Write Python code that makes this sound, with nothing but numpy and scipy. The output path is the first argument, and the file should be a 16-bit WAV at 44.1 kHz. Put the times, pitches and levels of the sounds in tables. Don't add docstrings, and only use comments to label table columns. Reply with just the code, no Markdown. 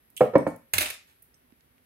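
import sys
import numpy as np
from scipy import signal
from scipy.fft import rfft, irfft, next_fast_len
from scipy.io import wavfile
from scipy.ndimage import map_coordinates

SR = 44100
rng = np.random.default_rng(int(sys.argv[2]) if len(sys.argv) > 2 else 0)


def to_wav(s):
    ch = np.atleast_2d(s).T
    pcm = np.round(np.clip(ch, -1, 1) * 32767)
    wavfile.write(sys.argv[1], SR, pcm.astype(np.int16))


def ratio_of_db(decibels):
    return 10 ** (np.asarray(decibels, float) / 20)


N = 81585

# f/Hz, level/dB [per Hz]
HUM_SPECTRUM = [(15, -36), (25, -11), (54, -1.5), (209, -10.5), (244, -3.5), (327, -12.5), (394, -11),
                (537, -14.5), (1500, -22), (1950, -64.5), (3300, -120)]
HISS_SPECTRUM = [(600, -34), (1100, -10), (1900, -2.5), (7400, -18.5), (9500, -10), (12500, -7),
                 (15700, -5.5), (16300, -26)]
# f/Hz, correlation [-1 to 1]
FLOOR_CORRELATION = [(60, 0.8), (240, 0.91), (950, 0.09), (3770, 0.02), (15000, -0.83)]
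# f/Hz, t60/s
KITCHEN_T60 = [(100, 0.38), (250, 0.21), (600, 0.25), (2200, 0.33), (6000, 0.33), (14000, 0.15)]
# f/Hz, correlation [-1 to 1]
ROOM_CORRELATION = [(150, 0.93), (600, .7), (1500, 0.078), (5000, 0.067)]
# delay t/s, left level/dB, right level/dB
REFLECTIONS = [(.0027, -4, -7), (.0056, -13.5, -5.5), (0.0133, -18.5, -12.5)]
# t/s, click level/dB, centre f/Hz, bandwidth/Hz, rustle t60/s
TICKS = [(0.102, -46.5, 12300, 8900, 0.016), (0.166, -39, 6995, 6050, 0.029),
         (0.1686, -37, 2990, 890, 0.038), (0.1767, -31.5, 2907, 920, 0.023),
         (0.166, -32.5, 8900, 3030, 0.025), (0.173, -33.5, 12200, 2950, 0.039),
         (0.177, -32, 8440, 1545, 0.021), (0.2, -48.5, 700.7, 903, 0.041), (0.381, -50.5, 8700, 253, 0.09),
         (.38, -55, 8050, 250, 0.09), (0.382, -57.5, 5700, 300, 0.09), (0.381, -64, 7090, 250, 0.08),
         (0.38, -44.5, 10470, 8700, 0.05), (0.473, -48, 8970, 4950, 0.14), (0.475, -56, 4410, 700, 0.088),
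         (0.502, -54, 9000, 5950, 0.076), (0.561, -45, 11000, 8000, 0.019), (0.208, -46, 12040, 8900, 0.26),
         (1.2222, -44.5, 12710, 6030, 0.051), (1.343, -61.5, 8300, 500.6, 0.13),
         (1.342, -59.5, 5484, 400, 0.073), (1.344, -64, 6266, 400, 0.06), (1.505, -58, 1506, 2490, 0.011),
         (1.523, -52, 238, 110, 0.0076), (1.523, -54, 1500, 2430, 0.0083), (1.608, -54, 3904, 6016, 0.011),
         (1.781, -59, 2000, 2000, 0.012)]
# t/s, peak level/dB, contact spot [whole part: 0 = A, 2 = C]
KNOCKS = [
    (0.2069, -3, 0.92),
    (0.335, -18, 0),
    (0.3535, -4.5, 2),
    (0.4654, -14, 2.02),
]
# f/Hz, level/dB, t60/s
SPOT_A_MODES = [(130.7, -13.5, 0.088), (219.9, -9, 0.07), (303.5, -14.5, 0.3), (441, -13.5, 0.18),
                (502.6, 1, 0.073), (594.7, -8.5, 0.13), (685, -24, 0.21), (751, -13.5, 0.11),
                (918, -29, 0.16), (1070, -26, 0.037), (1460, -36.5, 0.049), (1629, -27.5, 0.065),
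                (2226, -36.5, 0.082), (2570, -47, .1)]
SPOT_C_MODES = [(136, -3.5, 0.059), (163, -10.5, 0.23), (247.5, -8.5, 0.33), (293.4, 0, 0.085),
                (424, -17, 0.14), (475, -15.5, 0.078), (549, 6, 0.042), (638, -14.5, 0.27),
                (771, -24.5, 0.12), (870, -20, 0.025), (1020, -9.5, 0.032), (1795, -14, 0.029),
                (1947, -26.5, 0.05), (2238, -28.5, 0.11)]
# f/Hz, level/dB [per Hz]
THUD_SPECTRUM = [(41, -52), (70, -36), (574, -5), (881, -12), (1280, -15.5), (1790, -24.5), (2360, -28),
                 (3370, -42), (6000, -45.5), (7800, -91.5), (13200, -120)]
# t/s, peak level/dB, chatter length/s, brightness/dB per octave, first click [over chatter]
CLATTER = [(.7349, -11, .002, 1.5, 2.8), (.7374, -14, 0.0028, 0, 7.2), (.7402, -20.5, 0.0054, 3.5, 3),
           (.743, -20.5, .004, -0.5, 2.6), (.7525, -29, 0.0027, -1.5, 2.5), (.755, -28, 0.0042, -1.7, 1.7),
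           (.7615, -32, .004, 1.4, 3), (.7826, -10.5, 0.0017, -0.96, 6.9), (.7845, -15, .006, 0.05, 3.2),
           (.796, -30.5, 0.0088, -0.6, 2.2), (.8055, -27, .003, 1.5, 2.2), (.8085, -15, 0.0027, -0.25, 6.2),
           (.8113, -19, 0.0056, -0.3, 3.1), (.8155, -18, 0.0034, -1.3, 3.3), (.8205, -18, 0.0026, 0.8, 5),
           (.8245, -24, 0.0038, 1, 2.5), (.8275, -21, 0.0046, -4.5, 4), (.833, -26.5, 0.0012, 2.5, 5.4),
           (.8375, -29.5, 0.0043, 0, 1.8), (.846, -28, .003, 2.1, 4.5), (.8535, -32.5, 0.0061, -1, 2.1),
           (.8585, -22.5, 0.0045, -2, 5.6), (.863, -29.5, .003, -3.3, 2.3), (.873, -36.5, 0.0073, -2, 2.1),
           (.884, -33.5, 0.0086, 0.5, 1.9), (.9022, -21.5, 0.001, 2.6, 3.8),
           (.9048, -25.5, 0.0041, -1, 3.5), (.94, -41, 0.0059, 2, 1.9), (1.075, -59, 0.059, -1.9, .52)]
# centre f/Hz, bandwidth/Hz, level/dB
PIECE_RESONANCES = [(2280, 1060, 2), (3770, 3100, -3), (8700, 2000, 4.5), (10440, 2200, -3.5),
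                    (12640, 2200, 2)]
# f/Hz, level/dB
PIECE_TILT = [(90, -19), (200, -9.5), (600, -2), (1100, -3), (2500, -2), (6500, -7.5), (14500, -7.5),
              (15900, -13)]
# t/s, level/dB, f/Hz, t60/s
THUMPS = [(0.736, -28.5, 100.8, 0.061), (.756, -29.5, 94, 0.12), (.736, -37, 598, 0.12),
          (0.759, -42, 203, 0.092), (.785, -39.5, 263, 0.12), (.79, -40, 56, 0.17), (.808, -35, 612, 0.17),
          (0.809, -35, 67, 0.055), (0.811, -40, 328, 0.059), (.833, -38, 274, 0.06),
          (0.843, -46, 73, 0.091)]

LAG_S, KNOCK_LAG_S = 0.00045, 0.00008
HUM_PAN_DB, TICK_PAN_DB, KNOCK_PAN_DB, CLATTER_PAN_DB = -4, -9, -2.5, -4
TICK_WET_DB, NEAR_WET_DB, KNOCK_WET_DB, CLATTER_WET_DB = -3.5, -14, -9.5, -5.5
NEAR_AFTER_S = 1.3
KNOCK_EARLY_DB = -10.5


def unit(x):
    return x / np.sqrt(np.mean(x ** 2) + 1e-20)


def along(points, hz):
    f, v = np.transpose(points)
    return np.interp(np.log(hz + 1), np.log(f + 1), v)


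def filtered(x, response):
    n = x.shape[-1]
    padded = 2 * next_fast_len(n // 2 + 4096)
    spectrum = rfft(x, padded) * response(np.fft.rfftfreq(padded, 1 / SR))
    return irfft(spectrum, padded)[..., :n]


def causal(gain):
    cepstrum = irfft(np.log(gain + 1e-6))
    half = len(cepstrum) // 2
    cepstrum[1:half] *= 2
    cepstrum[half + 1:] = 0
    return np.exp(rfft(cepstrum))


def peak(f, hz, wide_hz):
    damping = 1j * f * wide_hz
    return damping / (hz * hz - f * f + damping)


def pair(n, gain, alike):
    def mid_side(hz):
        angle = np.arccos(np.clip(along(alike, hz), -1, 1)) / 2
        return gain(hz) * [np.cos(angle), np.sin(angle)]

    mid, side = filtered(rng.standard_normal((2, n)), mid_side)
    return unit(np.array([mid + side, mid - side]))


def floor():
    t = np.arange(N) / SR
    sway_db = 0.98 * map_coordinates(rng.standard_normal(60), [t * 14])
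    hum = ratio_of_db(-67 + sway_db) * pair(N, lambda f: ratio_of_db(along(HUM_SPECTRUM, f)), FLOOR_CORRELATION)
    left = ratio_of_db(HUM_PAN_DB) * np.roll(hum[0], round(LAG_S * SR))
    hum = np.array([left, hum[1]])
    hiss = ratio_of_db(-69) * pair(N, lambda f: ratio_of_db(along(HISS_SPECTRUM, f)), FLOOR_CORRELATION)
    whine = pair(N, lambda f: peak(f, 11580, 400) ** 2, FLOOR_CORRELATION)
    fading_db = np.interp(t, [0, 1.1, 1.5], [0, 0, -5])
    return hum + hiss + ratio_of_db(-68.5 + fading_db) * whine


def add(track, s, x, pan_db, wet_db, lag_s=LAG_S, early_db=0):
    noise = pair(SR // 2, np.ones_like, ROOM_CORRELATION)
    hz, t, z = signal.stft(noise, SR, nperseg=256)
    decay = ratio_of_db(-60 * t / along(KITCHEN_T60, hz)[:, None])
    tail = signal.istft(z * decay, SR, nperseg=256)[1]
    build_s = 0.012
    tail = tail * (1 - np.exp(-np.arange(tail.shape[1]) / SR / build_s))
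    tail = ratio_of_db(wet_db) * tail / np.linalg.norm(tail[0])
    path = np.pad(tail, ((0, 0), (round(0.004 * SR), 0)))
    path[[0, 1], [round(abs(lag_s) * SR), 0]] += ratio_of_db(np.array([pan_db, -pan_db]) / 2)
    for late_s, left_db, right_db in REFLECTIONS:
        arrival_s = late_s + 0.0005 * rng.uniform(-1, 1, size=2)
        path[[0, 1], np.round(arrival_s * SR).astype(int)] += ratio_of_db(early_db + np.array([left_db, right_db]))
    out = signal.fftconvolve(x[None], path, axes=1)
    part = track[:, round(s * SR):][:, :out.shape[1]]
    part += out[:, :part.shape[1]]


def ticks():
    track, t = np.zeros((2, N)), np.arange(SR // 5) / SR
    for s, db, hz, wide_hz, t60 in TICKS:
        body = lambda f: peak(f, hz, wide_hz) ** 2
        click = filtered(1. * (t == 0), body)
        click = click / np.abs(click).max()
        rustle = unit(filtered(rng.standard_normal(len(t)), body)) * ratio_of_db(-6.5 - 60 * t / t60)
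        tick = ratio_of_db(db) * (click + rustle)
        if s < NEAR_AFTER_S:
            add(track, s, tick, TICK_PAN_DB, TICK_WET_DB)
        else:
            add(track, s, tick, TICK_PAN_DB, NEAR_WET_DB, LAG_S, NEAR_WET_DB)
    return track


def knocks():
    track, t = np.zeros((2, N)), np.arange(SR // 3) / SR
    spots = {0: SPOT_A_MODES, 2: SPOT_C_MODES}
    for s, db, spot in KNOCKS:
        ring = 0
        for hz, level, t60 in spots[int(spot)]:
            fill_s = 0.0087 * min(300 / hz, 1) ** 3.4
            decay = ratio_of_db(level - 60 * t / min(t60, 0.12))
            ring = ring + decay * np.sin(2 * np.pi * hz * t) * (1 - np.exp(-t / fill_s))
        thud = unit(filtered(rng.standard_normal(len(t)), lambda f: ratio_of_db(along(THUD_SPECTRUM, f))))
        thud = thud * ratio_of_db(-11 - 60 * t / 0.076)
        rise = 1 - np.exp(-t / 0.0018)
        knock = -ratio_of_db(db) * (ring + thud) * rise
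        add(track, s, knock, KNOCK_PAN_DB, KNOCK_WET_DB, KNOCK_LAG_S, KNOCK_EARLY_DB)
    return track


def clatter():
    track, t = np.zeros((2, N)), np.arange(SR // 5) / SR
    for s, db, length, bright_db, click in CLATTER:
        shifts = 1 + 0.037 * rng.standard_normal(len(PIECE_RESONANCES))

        def body(f):
            octaves = np.log2(np.clip(f, 1000, 16000) / 4500)
            tilt = causal(ratio_of_db(along(PIECE_TILT, f) + bright_db * octaves))
            resonances = sum(ratio_of_db(level) * peak(f, centre * shift, wide)
                             for (centre, wide, level), shift in zip(PIECE_RESONANCES, shifts))
            return tilt * (1 + 1.2 * resonances)

        bursts_db = 2.5 * np.repeat(rng.standard_normal(len(t) // 30), 30)
        spikes = rng.standard_normal(len(t)) * ratio_of_db(bursts_db)
        shape = np.exp(-(t / length) ** 2) + 0.12 * ratio_of_db(-60 * t / 0.036)
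        spikes[0] = min(click, 7)
        chatter = filtered(spikes * shape, body) / np.std(filtered(spikes, body))
        add(track, s, ratio_of_db(db - 6.5) * chatter, CLATTER_PAN_DB, CLATTER_WET_DB)
    for s, db, hz, t60 in THUMPS:
        rise = 1 - np.exp(-t * hz / 0.53)
        thump = ratio_of_db(db - 60 * t / t60) * np.sin(2 * np.pi * hz * t) * rise
        add(track, s, thump, KNOCK_PAN_DB, KNOCK_WET_DB, KNOCK_LAG_S, KNOCK_EARLY_DB)
    return track


def scene():
    return floor() + ticks() + knocks() + clatter()


def low_pass(x):
    return signal.sosfilt(signal.butter(12, 16830, fs=SR, output="sos"), x)


def record(dry):
    def band(hz):
        low_cut = (1j * hz / (29 + 1j * hz)) ** 2
        return low_cut / (1 + (hz / 16000) ** 80)

    mix = filtered(dry, band)
    return low_pass(mix)


dry = scene()
out = record(dry)
to_wav(out)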